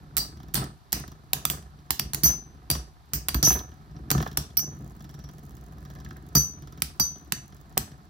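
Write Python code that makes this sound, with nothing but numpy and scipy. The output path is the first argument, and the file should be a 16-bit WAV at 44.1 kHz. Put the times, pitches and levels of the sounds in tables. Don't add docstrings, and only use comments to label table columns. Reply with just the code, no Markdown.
import sys
import numpy as np
from scipy import signal
from scipy.fft import rfft, irfft, next_fast_len
from scipy.io import wavfile

SR = 44100
rng = np.random.default_rng(int(sys.argv[2]) if len(sys.argv) > 2 else 0)


def convert_level_to_amplitude(level_db):
    exponent = np.asarray(level_db, float) / 20
    return 10 ** exponent


def transcribe(signal):
    frames = np.atleast_2d(signal).T
    limited = np.clip(frames, -1, 1)
    pcm = np.round(limited * 32767).astype(np.int16)
    wavfile.write(sys.argv[1], SR, pcm)


N = 356769
SIZE = next_fast_len(N + SR)
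HZ = np.maximum(np.arange(SIZE // 2 + 1) * SR / SIZE, 1)

# start_s, crack_db, blow_db (into arena and room)
RIM_CLACKS = [(0.168, -11, -41), (0.174, -11, -36), (0.1802, -11.5, -20.5), (0.5431, -13, -37),
              (0.553, -16, -20.5), (0.9284, -7.5, -21.5), (1.3327, -5.5, -26.5), (1.4525, -8.5, -47),
              (1.5, -15.5, -28.5), (1.906, -7.5, -25), (1.996, -12, -47), (2.1342, -19.5, -33),
              (2.146, -13.5, -45.5), (2.2345, -12.5, -18.5), (2.7014, -8.5, -41.5), (2.7128, -11, -24),
              (3.1346, -15.5, -27.5), (3.2849, -11, -35), (3.29, -22, -47.5), (3.3449, -19.5, -47),
              (3.4279, -8.5, -17.5), (4.104, -10.5, -38), (4.1142, -8, -31), (4.373, -8.5, -27.5),
              (4.57, -23, -39), (4.592, -26, -70.5), (6.352, -11, -26), (6.8208, -9, -38.5),
              (6.998, -14.5, -34), (7.322, -11, -57), (7.777, -4.5, -51)]
# time_s, rumble_db
ROLLING_WEIGHT = [(0.0, -43.5), (0.7, -42.5), (0.81, -73), (0.93, -50), (1.8, -49), (2.6, -46.5),
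                  (2.86, -47), (2.97, -64.5), (3.13, -45.5), (3.85, -47.5), (4.02, -35.5), (4.55, -52.5),
                  (4.66, -39), (4.87, -37), (4.96, -42), (6.1, -39.5), (7.3, -46), (8.09, -47.5)]
# pitch_hz, level_db (per Hz)
TICK_COLOUR = [(2940, -36.5), (5000, -11.5), (6690, 1), (9000, -12.5), (11000, -3.5), (14400, -5.5),
               (15900, -1.5), (17000, -30.5)]


def at_hz(points):
    hz, value = np.array(points, float).T
    return np.interp(np.log(HZ), np.log(np.maximum(hz, 1)), value)


def causal(db):
    grid = np.linspace(0, SR / 2, 8193)
    cepstrum = irfft(np.interp(grid, HZ, db) * np.log(10) / 20)
    cepstrum[1:8192] *= 2
    cepstrum[8193:] = 0
    return convert_level_to_amplitude(db) * np.exp(1j * np.interp(HZ, grid, rfft(cepstrum).imag))


def coloured(x, spectrum):
    return irfft(rfft(x, SIZE) * causal(at_hz(spectrum)), SIZE)[..., :N]


def filtered(x, hz, kind="low"):
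    return signal.sosfilt(signal.butter(2, hz, kind, fs=SR, output="sos"), x)


def rms_one(x):
    return x / np.sqrt(np.mean(x ** 2) + 1e-20)


def clicks(times, sizes):
    track = np.full(N, 1e-18, dtype=np.asarray(sizes).dtype)
    np.add.at(track, np.minimum((np.asarray(times) * SR).astype(int), N - 1), sizes)
    return track


def decay(push, t60):
    return signal.lfilter([1], [1, -convert_level_to_amplitude(-60 / (t60 * SR))], push)


def burst(push, t60):
    return decay(push, t60) * rng.standard_normal(N)


def ring(push, hz, t60):
    return signal.lfilter([1], [1, -convert_level_to_amplitude(-60 / (t60 * SR)) * np.exp(2j * np.pi * hz / SR)], push)


def sing(push, hz, t60):
    swell_s = 0.00068
    keep = np.array([convert_level_to_amplitude(-60 / (t60 * SR)), np.exp(-1 / (swell_s * SR))])
    return signal.lfilter([1 - keep[1]], np.poly(keep * np.exp(2j * np.pi * hz / SR)), push)


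def patter(turn, per_s, spread_db, wobble):
    rate = per_s * np.exp(wobble * np.cos(turn))
    sizes = convert_level_to_amplitude(spread_db * np.minimum(rng.exponential(1, N), 4)) * rng.choice([-1, 1], N)
    return sizes * (rng.random(N) < rate / SR) + 1e-18


def room_hush():
    # pitch_hz, level_db (per Hz)
    hush_colour = [(18, -46.5), (30, 1), (76, 6.5), (383, -21), (541, -38.5), (705, -12), (2590, -28),
                   (4280, -23.5), (8090, -35.5), (14100, -35.5), (17000, -60.5)]
    hush_db, shake_db = -54.5, -71.5
    shared, own = rng.standard_normal(N), rng.standard_normal((2, N))
    hush = convert_level_to_amplitude(hush_db) * rms_one(coloured(shared + 1.5 * own, hush_colour))
    shake = filtered(own[0], [25, 90], "band")
    return hush + convert_level_to_amplitude(shake_db) * rms_one(shake) * [[1], [-1]]


def room(x):
    # pitch_hz, t60_s
    room_decay = [(400, 0.2), (1000, 0.26), (4000, 0.29), (9000, 0.26), (16000, 0.11)]
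    decay_hz, decay_s = np.transpose(room_decay)
    t = np.arange(SR // 2) / SR
    edges = 300 * 2 ** np.arange(0, 6.1, 1)
    tail = 0
    for low, high in zip(edges, edges[1:]):
        band = filtered(rng.standard_normal((2, len(t))), [low, high], "band")
        t60 = np.interp(np.log(low * high) / 2, np.log(decay_hz), decay_s)
        tail = tail + band * convert_level_to_amplitude(-60 * t / t60) * np.clip(t / 0.00043, 0, 1)
    tail = tail / np.sqrt(np.sum(tail ** 2, axis=1, keepdims=True))
    return irfft(rfft(x, SIZE) * rfft(tail, SIZE), SIZE)[:, :N]


def arena(push, tilt_db, deep_push=None):
    # pitch_hz, level_db, t60_s
    floor_modes = [(57.1, -7, 0.31), (70.8, -1.5, 0.14), (145.8, 1, 0.12), (213.7, -4, 0.062),
                   (282.2, -6, 0.057), (351.7, -9.5, 0.061), (398, -11, 0.042), (727, -14.5, 0.02),
                   (1000, -15.5, 0.013), (1300, -15, 0.011), (1710, -18.5, 0.015), (1850, -15.5, 0.0025)]
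    out = 0
    for k, (hz, level_db, t60) in enumerate(floor_modes):
        r, w = convert_level_to_amplitude(-60 / (t60 * SR)), 2 * np.pi * hz / SR
        gain = (-1) ** k * convert_level_to_amplitude(level_db + tilt_db * np.log2(hz / 144))
        drive = push if deep_push is None or k > 1 else deep_push
        out = out + signal.lfilter([0, gain * np.sin(w)], [1, -2 * r * np.cos(w), r * r], drive)
    return out


def skidding():
    # start_s, rumble_db, length_s, scuff_db (against the rumble)
    jolts = [(0.134, -38, 0.037, -4), (0.54, -28, 0.082, -11.5), (0.928, -31.5, 0.049, -10),
             (1.32, -43.5, 0.075, -4), (1.438, -37, 0.023, -30), (1.505, -43, 0.051, 1),
             (1.901, -34.5, 0.0099, -9.5), (1.98, -39.5, 0.065, -27), (2.135, -36, 0.025, -9),
             (2.226, -27, 0.076, -11), (2.707, -31.5, 0.036, -2.5), (3.146, -40, 0.041, -11),
             (3.278, -33.5, 0.0092, -9), (3.333, -27.5, 0.019, -33), (3.42, -30, 0.14, -3.5),
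             (4.099, -28, 0.1, -17), (4.365, -30.5, 0.012, -12), (4.562, -45.5, 0.02, -0.5),
             (4.592, -50.5, 0.21, -18), (6.354, -27, 0.014, -53), (6.781, -49, 0.054, -31),
             (6.973, -40.5, 0.039, -30), (7.316, -39.5, 0.016, -29), (7.759, -29.5, 0.021, -10)]
    ease_s, start_db = 0.08, 4.5
    rumble_fall, scuff_fall = 221, 263
    t = np.arange(0, N, 32)[:, None] / SR
    rolling_db = np.interp(t[:, 0], *np.transpose(ROLLING_WEIGHT))
    s, jolt_db, length, scuff_db = np.transpose(jolts)
    clack_s = np.array(RIM_CLACKS)[:, :1]
    s = clack_s[np.abs(clack_s - s).argmin(axis=0), 0]
    skid_db = jolt_db + start_db * np.clip(1 - (t - s) / ease_s, 0, 1)
    past = np.maximum(t - s - length, 0)
    rumble = convert_level_to_amplitude(rolling_db) + np.sum((t >= s) * convert_level_to_amplitude(skid_db - rumble_fall * past), axis=1)
    scuff = convert_level_to_amplitude(-56.5 + 0.31 * (rolling_db + 43.5))
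    scuff = scuff + np.sum((t >= s) * convert_level_to_amplitude(jolt_db + scuff_db - scuff_fall * past), axis=1)
    return [np.interp(np.arange(N) / SR, t[:, 0], gain) for gain in (rumble, scuff)]


def tips(turn, tick_db):
    rolling_depth = [4, -3, 0.5, -0.5, 4, 4, 6, 8, 6, 8.5, -3, 5.5, -1.5, -1.5, 4.5, 4, 1, -3]
    rumble_gain, scuff_gain = skidding()
    rumble = rms_one(arena(patter(turn, 500, 2.75, .4), 0.84))
    deep = filtered(rumble, 100)
    depth_db = np.interp(np.arange(N) / SR, np.array(ROLLING_WEIGHT)[:, 0], rolling_depth)
    rumble = rumble + deep * (convert_level_to_amplitude(depth_db) - 1)
    upper = arena(patter(turn, 700, 3.63, 1.1), 3.23)
    scuff = rms_one(filtered(upper, 500, "high"))
    ticks = rms_one(coloured(burst(np.abs(patter(turn, 180, 5.6, 1.0)), .006), TICK_COLOUR))
    return convert_level_to_amplitude(-4.5) * rumble_gain * rumble + convert_level_to_amplitude(-4.0) * scuff_gain * scuff + convert_level_to_amplitude(tick_db + 3.0) * ticks


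def all_touches():
    # start_s, shell_db, tick_db
    lone_touches = [(0.5392, -29, -39), (0.641, -34.5, -43), (0.9217, -25, -33), (0.9994, -44.5, -44),
                    (1.0782, -39.5, -50.5), (1.1173, -45, -57), (2.7504, -27, -41), (2.771, -47.5, -52),
                    (3.5904, -29.5, -42), (3.9632, -46.5, -82), (4.1795, -29.5, -41.5), (4.2018, -32, -60),
                    (4.2164, -42.5, -44), (4.226, -30.5, -40), (4.26, -38, -56), (4.2755, -36, -47),
                    (4.314, -40.5, -53), (5.006, -46, -57), (5.3824, -49.5, -53), (5.4944, -66, -58),
                    (5.5515, -61, -55), (6.0476, -41, -52), (6.1071, -42.5, -59), (6.168, -52, -55.5),
                    (6.288, -53.5, -55), (7.158, -48.5, -61), (7.2569, -58, -68), (7.9157, -44.5, -63)]
    # start_s, tick_db, shell_db
    grazes = [(4.845, -51, -60), (4.8633, -53.5, -77), (4.9068, -60, -73), (4.9197, -54, -71),
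              (4.9647, -51, -67.5), (5.0233, -47.5, -68), (5.111, -51, -65), (5.313, -51, -79),
              (5.3353, -51, -57), (5.393, -52, -74), (5.436, -51, -70.5), (5.452, -48.5, -66),
              (5.464, -49, -63.5), (5.508, -50, -54), (5.568, -47, -50.5), (5.6112, -50, -63),
              (5.6394, -50, -62), (5.664, -49, -59), (5.723, -51.5, -55.5), (5.7828, -54, -53),
              (5.8055, -53, -66), (5.8165, -60, -66), (5.937, -50, -60.5), (5.986, -56, -51),
              (6.0884, -49, -51), (6.226, -54, -74), (6.265, -49, -57)]
    early_grazes = [
        (0.3712, -53, -49),
        (0.401, -54, -46),
        (0.4314, -48, -47.5),
        (0.4834, -51, -50),
    ]
    middle_grazes = [(3.6914, -55, -60), (3.717, -56, -49.5), (3.7417, -55.5, -62), (3.7698, -61, -69.5),
                     (3.819, -66, -61), (3.869, -67, -66), (3.9128, -62, -58.5), (4.3288, -46.5, -47),
                     (4.5026, -56, -48.5), (4.7083, -56, -57), (4.7317, -55, -60), (4.7492, -52, -82),
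                     (4.789, -52, -70)]
    late_grazes = [(6.482, -52, -74), (6.4921, -45, -63), (6.9366, -58, -68), (6.9613, -57, -71.5),
                   (7.118, -49, -56), (7.1816, -48, -62.5), (7.1953, -55, -55), (7.212, -60, -70),
                   (7.247, -54, -58), (7.2757, -55, -68), (7.437, -57, -68), (7.4796, -48, -69),
                   (7.5233, -57.5, -49.5), (7.546, -47.5, -76.5), (7.5664, -50.5, -54), (7.6126, -50, -62),
                   (7.695, -54, -72), (7.7256, -53, -57)]
    stray_grazes = [
        (1.6247, -51, -51),
        (1.7887, -69, -54),
        (2.5726, -71, -60),
        (4.765, -56, -72),
        (4.808, -53, -70),
        (4.823, -55, -70),
        (4.877, -51, -72),
        (6.803, -50, -68.5),
        (6.975, -56, -68),
    ]
    # first_s, last_s, shell_db, rebound_db
    rubs = [
        (5.043, 5.289, -47.5, -6.5),
        (5.851, 6.001, -47, -11),
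        (6.622, 6.775, -46, -13),
    ]
    turn_s, rebound_s, rub_tick_db = 0.05, 0.0056, -10.5
    rows = list(lone_touches)
    for group in (grazes, early_grazes, middle_grazes, late_grazes, stray_grazes):
        rows += [(s, shell_db, tick_db - 9) for s, tick_db, shell_db in group]
    for first, last, shell_db, rebound_db in rubs:
        for s in np.linspace(first, last, round((last - first) / turn_s) + 1):
            rows += [(s, shell_db, shell_db + rub_tick_db),
                     (s + rebound_s, shell_db + rebound_db, shell_db + rebound_db + rub_tick_db)]
    return np.transpose(rows)


def touches():
    # pitch_hz, level_db (per Hz)
    shell_colour = [(1470, -50.5), (2500, -17), (3200, -3), (4030, -7), (4800, -7), (5700, -2),
                    (6490, -10.5), (8000, -31), (10400, -46.5), (17600, -120)]
    # start_s, level_db
    hollow_knocks = [
        (5.863, -64),
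        (5.91, -63),
        (5.961, -56.5),
        (6.015, -62.5),
        (6.048, -70),
        (6.062, -51.5),
        (6.11, -49),
        (6.164, -56),
    ]
    s, shell_db, tick_db = all_touches()
    shell = coloured(burst(clicks(s, convert_level_to_amplitude(shell_db + 5.0)), 0.051), shell_colour)
    knock_s, knock_db = np.transpose(hollow_knocks)
    hollow = ring(burst(clicks(knock_s, convert_level_to_amplitude(knock_db)), 0.015), 1670, 0.032).imag
    fade = decay(clicks(s, convert_level_to_amplitude(tick_db + 13.0)), 0.012)
    grit = rng.standard_normal(N)
    ticks = fade * [grit, 0.31 * grit + 1.4 * grit[::-1]]
    return shell + hollow + coloured(ticks, TICK_COLOUR)


def grinding():
    # start_s, length_s, level_db
    grinds = [
        (2.265, 0.027, -32.5),
        (3.449, 0.084, -29),
        (4.12, 0.15, -59),
        (6.351, 0.02, -32),
    ]
    # pitch_hz, level_db (per Hz)
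    grit_colour = [(600, -25), (1200, -13.5), (4000, -10), (8500, -14.5), (12500, 1), (16000, -2.5),
                   (17000, -73)]
    fall = 332
    t = np.arange(0, N, 32)[:, None] / SR
    s, length, level_db = np.transpose(grinds)
    past = np.maximum(t - s - length, 0)
    gain = np.sum((t >= s) * convert_level_to_amplitude(level_db - fall * past), axis=1)
    grit = patter(0, 3000, 3.0, 0)
    return np.interp(np.arange(N) / SR, t[:, 0], gain) * rms_one(coloured(grit, grit_colour))


def landings():
    # start_s, boom_db, knock_db (knock brightness)
    tip_landings = [(0.54, -36, -23.5), (0.575, -21, -1), (0.611, -18.5, -3.5), (0.635, -27.5, -9),
                    (1.037, -33.5, 6), (1.365, -27.5, -1), (1.504, -22, -18.5), (1.995, -25.5, 1),
                    (2.231, -17.5, -15.5), (2.256, -15.5, -3.5), (2.698, -18.5, -34), (2.752, -23.5, 3.5),
                    (3.13, -24.5, -34), (3.15, -26.5, -14), (3.345, -13, -3), (3.428, -15.5, 3),
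                    (3.472, -11, -1.5), (3.504, -19, 6.5), (4.112, -13, 2.5), (4.149, -7.5, -9.5),
                    (4.178, -11.5, -4), (4.202, -18.5, 3), (4.225, -29.5, 10), (4.263, -28, 12),
                    (4.373, -24, 7.5), (6.352, -7.5, -2.5), (6.366, -10, -3), (6.82, -22, -20),
                    (6.998, -15.5, -31), (7.322, -25, -9), (7.771, -17.5, 4)]
    landing_depth = [-1, -0.5, -6, 1, 1.5, 1, -12, -2, -3.5, -2.5, 0.5, 3.5, 1.5, -6.5, -5, -6, -1.5, 1, 0,
                     -8, -8.5, -2, -3.5, 0, 0, -5.5, -5.5, 0, -18, -8, -2]
    s, boom_db, knock_db = np.array(tip_landings).T
    touch_s, shell_db, _ = all_touches()
    nudges = clicks(touch_s, convert_level_to_amplitude(np.minimum(shell_db, -43) + 14))
    blows = [clicks(s, convert_level_to_amplitude(boom_db)) + nudges, clicks(s, convert_level_to_amplitude(boom_db + landing_depth)) + nudges]
    push, deep_push = filtered(blows, 447)
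    boom = arena(push, 0.66, deep_push)
    knock = arena(burst(clicks(s, convert_level_to_amplitude(boom_db + knock_db)) + convert_level_to_amplitude(-6.5) * nudges, 0.037), 3.43)
    return convert_level_to_amplitude(-8.0) * boom + convert_level_to_amplitude(-22.5) * filtered(knock, 700, "high")


def body_tones():
    # start_s, pitch_hz, level_db
    struck_tones = [(1.333, 762, -26), (1.333, 3700, -12.5), (1.453, 1240, -18), (1.453, 3530, -14),
                    (1.5, 3320, -15.5), (0.675, 1300, -40), (2.146, 1970, -31), (2.146, 3700, -31.5),
                    (3.135, 694, -43), (3.285, 740, -29), (3.345, 1200, -33.5), (4.104, 760, -33),
                    (4.104, 1290, -32.5), (4.373, 800, -29), (6.821, 1350, -41.5), (6.821, 2150, -20.5),
                    (6.821, 1000, -38.5), (6.998, 1180, -27), (6.998, 970, -25), (7.012, 1120, -29),
                    (7.777, 1090, -29), (7.777, 2030, -32)]
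    cycles = 26
    out, t = np.zeros(N + SR), np.arange(SR // 20) / SR
    for s, hz, level_db in struck_tones:
        start = int(s * SR)
        out[start:start + len(t)] += convert_level_to_amplitude(level_db - 60 * t * hz / cycles) * np.sin(2 * np.pi * hz * t)
    return out[:N]


def ring_drives():
    # start_s, then four mode families
    # low to high, each level_db
    ring_blows = [(0.185, -26.5, -55, -52, -33), (0.2, -24, -60, -57, -42), (0.544, -52, -52, -41, -27.5),
                  (0.927, -33.5, -55, -35, -33), (1.3315, -44, -50.5, -49, -43),
                  (1.454, -36, -61.5, -39.5, -22), (1.501, -42, -61, -56, -25),
                  (1.9054, -35.5, -57, -68, -34), (1.992, -28, -33, -58, -33),
                  (2.148, -71, -58.5, -48.5, -42), (2.2345, -26, -37, -25, -25),
                  (2.239, -31.5, -36, -26, -11), (2.259, -32.5, -27.5, -21, -20.5),
                  (2.7015, -22.5, -55, -43, -52), (3.135, -45.5, -43, -41, -23.5),
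                  (3.291, -28, -71, -42, -36), (3.3426, -32, -55, -37, -22.5),
                  (3.428, -28, -36, -23.5, -32), (3.446, -38.5, -24, -17, -26.5),
                  (3.463, -35.5, -20, -19.5, -39), (4.103, -57, -59, -41, -41),
                  (4.115, -32, -74, -56, -65.5), (4.3706, -59, -30, -47, -45),
                  (4.571, -27, -23.5, -62.5, -13), (4.592, -43, -41.5, -30, -30.5),
                  (5.092, -67, -55, -69, -65), (5.139, -62, -52, -68, -65), (5.201, -68, -55, -59, -63),
                  (5.239, -64, -49.5, -61, -65), (5.29, -63.5, -63, -65.5, -65),
                  (6.353, -17, -25, -18.5, -12.5), (6.364, -31, -24.5, -25.5, -19),
                  (6.999, -19.5, -24, -23, -13.5), (7.3221, -37.5, -73, -39, -39),
                  (7.7762, -33, -57, -54, -32)]
    # start_s, level_db
    shimmers = [
        (2.262, -24.5),
        (3.446, -26.5),
        (3.472, -28),
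        (3.506, -44.5),
        (4.571, -39),
        (6.354, -32),
        (6.369, -35),
        (6.999, -38),
    ]
    rattle_t60_s, first_blow_share, rattle_share = 0.11, 0.92, 0.68
    hits = np.array(ring_blows)
    top_db = hits[:, [1, 3, 4]].mean(axis=1) - 15.5
    hits = np.column_stack([hits, top_db])
    blows = [clicks(hits[:, 0], convert_level_to_amplitude(1.2 * blow_db)) for blow_db in hits[:, 1:].T]
    shimmer_s, shimmer_db = np.transpose(shimmers)
    blows[-1] = blows[-1] + clicks(shimmer_s, convert_level_to_amplitude(shimmer_db))
    keep = convert_level_to_amplitude(-60 / (rattle_t60_s * SR))
    rattle = rng.standard_normal((2, N))
    return [first_blow_share * blow + rattle_share * rattle * np.sqrt(1 - keep ** 2) * decay(blow, rattle_t60_s)
            for blow in blows]


def rings(turn):
    # pitch_hz, lobes (round the ring), family (column of the drives)
    ring_modes = [(4685, 2, 0), (5586, 2, 1), (6034, 2, 2), (13700, 3, 3), (12400, 3, 4), (12850, 2, 4),
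                  (13250, 3, 4), (11230, 3, 4), (8100, 2, 4), (10350, 3, 4)]
    # level_db, t60_s, upper_db (upper line against lower)
    mode_tones = [(-0.5, 0.1, -1), (1, 0.088, 2), (1.5, 0.29, 0), (-4.5, 0.1, 0.5), (-1, 0.17, -4.5),
                  (-8, 0.1, 1.5), (-9, .1, 4.5), (-9.5, .09, 1), (-21, 0.065, -6.5), (-25.5, .09, -1)]
    port_angle = 1.33
    drives = ring_drives()
    lines = {1: 0, -1: 0}
    for (hz, lobes, family), (level_db, t60, upper_db) in zip(ring_modes, mode_tones):
        for way, drive in zip((1, -1), drives[family]):
            turning = np.exp(1j * way * lobes * turn)
            push = convert_level_to_amplitude(level_db + way * upper_db / 2 + 5.0) * drive * turning.conj()
            lines[way] = lines[way] + sing(push, hz, t60) * turning
    right = lines[1] * np.exp(1j * port_angle) + lines[-1] * np.exp(-1j * port_angle)
    return np.array([(lines[1] + lines[-1]).imag, right.imag])


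def cracks():
    # pitch_hz, level_db (per Hz)
    crack_colour = [(470, -33), (800, -9.5), (2700, -8), (3660, -10), (4220, -7.5), (8630, -9),
                    (11100, -6.5), (12200, -7.5), (13700, -3.5), (15300, -5.5), (17000, -39.5)]
    # pitch_hz, level_db (per Hz)
    wash_colour = [(590, -24.5), (1000, -7.5), (1220, -13), (3300, -13), (5920, -1), (7200, -10.5),
                   (10000, -9), (14100, -4), (16000, -3), (17000, -74)]
    clack_body = [-0.5, -3, -13, -10, -3.5, -1.5, -3.5, 1, 0.5, -0.5, 3.5, -1, -0.5, -10, 1, -8, -1, 2.5, 9,
                  7, -11, 1, 0, -6, -5.5, 5.5, -6.5, 0.5, 0, 3.5, -2]
    clack_pan = [-3, -1.5, -9.5, -8.5, 3.5, -0.5, -1.5, -2, 0, -4, -0.5, -1, 1, -11, 3.5, 0, -5.5, -2, -2,
                 -2, 3, 1, 0.5, 3.5, -14, -5, -3.5, -0.5, -7.5, 0, 0.5]
    split_hz = 4940
    s, crack_db, wash_db = np.transpose(RIM_CLACKS)
    side = convert_level_to_amplitude(np.outer([.5, -.5], clack_pan))
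    parts = 0
    for kind, sizes in (("low", convert_level_to_amplitude(crack_db + clack_body + 7.5)), ("high", convert_level_to_amplitude(crack_db + 8.5))):
        push = [clicks(s, sizes * gain) for gain in side]
        direct = decay(push, 0.0036) * rng.standard_normal(N)
        direct = direct + 0.77 * np.array([burst(push[0], 0.017), burst(push[1], 0.017)])
        parts = parts + filtered(direct, split_hz, kind)
    blow = burst(clicks(s, convert_level_to_amplitude(wash_db + 23.5)), 0.0035)
    return coloured(parts, crack_colour), coloured(blow, wash_colour)


def scene():
    # time_s, turns_per_s, tick_db (tip ticks)
    spin = [
        (0.0, 27.5, -84),
        (4.5, 21.9, -81),
        (4.9, 21.3, -75),
        (8.09, 17.5, -78),
    ]
    spin_s, *curves = np.transpose(spin)
    turns_per_s, tick_db = [np.interp(np.arange(N) / SR, spin_s, curve) for curve in curves]
    turn = 2 * np.pi * np.cumsum(turns_per_s) / SR
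    crack, blow = cracks()
    singing = rings(turn)
    near = crack + body_tones() + grinding() + touches() + landings() + tips(turn, tick_db)
    return near + singing + room(convert_level_to_amplitude(-11.5) * near + convert_level_to_amplitude(-12.5) * singing + blow) + room_hush()


def band_limit(x):
    return signal.sosfilt(signal.butter(12, 17480, fs=SR, output="sos"), x)


def record(dry):
    # pitch_hz, level_db
    left_colour = [(60, -0.5), (110, 2), (200, -0.5), (380, -1), (700, 1.5), (1290, -9), (2380, 1.5),
                   (4400, 2), (8120, 0.5), (15000, -8.5)]
    # pitch_hz, lead_radians
    left_lead = [(400, 0), (1000, -1.6), (1550, -4), (2330, -6.2), (5940, -6.2), (7920, -12.5),
                 (10600, -18.7), (13600, -26), (17000, -30)]
    limit_db, release_db_per_s, squeeze = -12, 144.5, 0.22
    colour_db = at_hz(left_colour)
    bass_loss = causal(80 * np.log10(np.clip(HZ / 45, .1, 1)))
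    half = convert_level_to_amplitude(colour_db / 2) * bass_loss
    late = np.exp(1j * at_hz(left_lead))
    x = irfft(rfft(dry, SIZE) * [half * late, half * convert_level_to_amplitude(-colour_db)], SIZE)[:, :N]
    over_db = np.maximum(20 * np.log10(np.abs(x).max(axis=0) + 1e-9) - limit_db, 0)
    ramp = release_db_per_s * np.arange(N) / SR
    held_db = np.maximum.accumulate(over_db + ramp) - ramp
    duck_db = signal.lfilter([.05], [1, -.95], held_db)
    x = .9 * np.tanh(x * convert_level_to_amplitude(-squeeze * duck_db) / .9)
    x = signal.sosfilt(signal.cheby2(10, 60, 17500, fs=SR, output="sos"), x)
    return band_limit(x)


dry = scene()
out = record(dry)
transcribe(out)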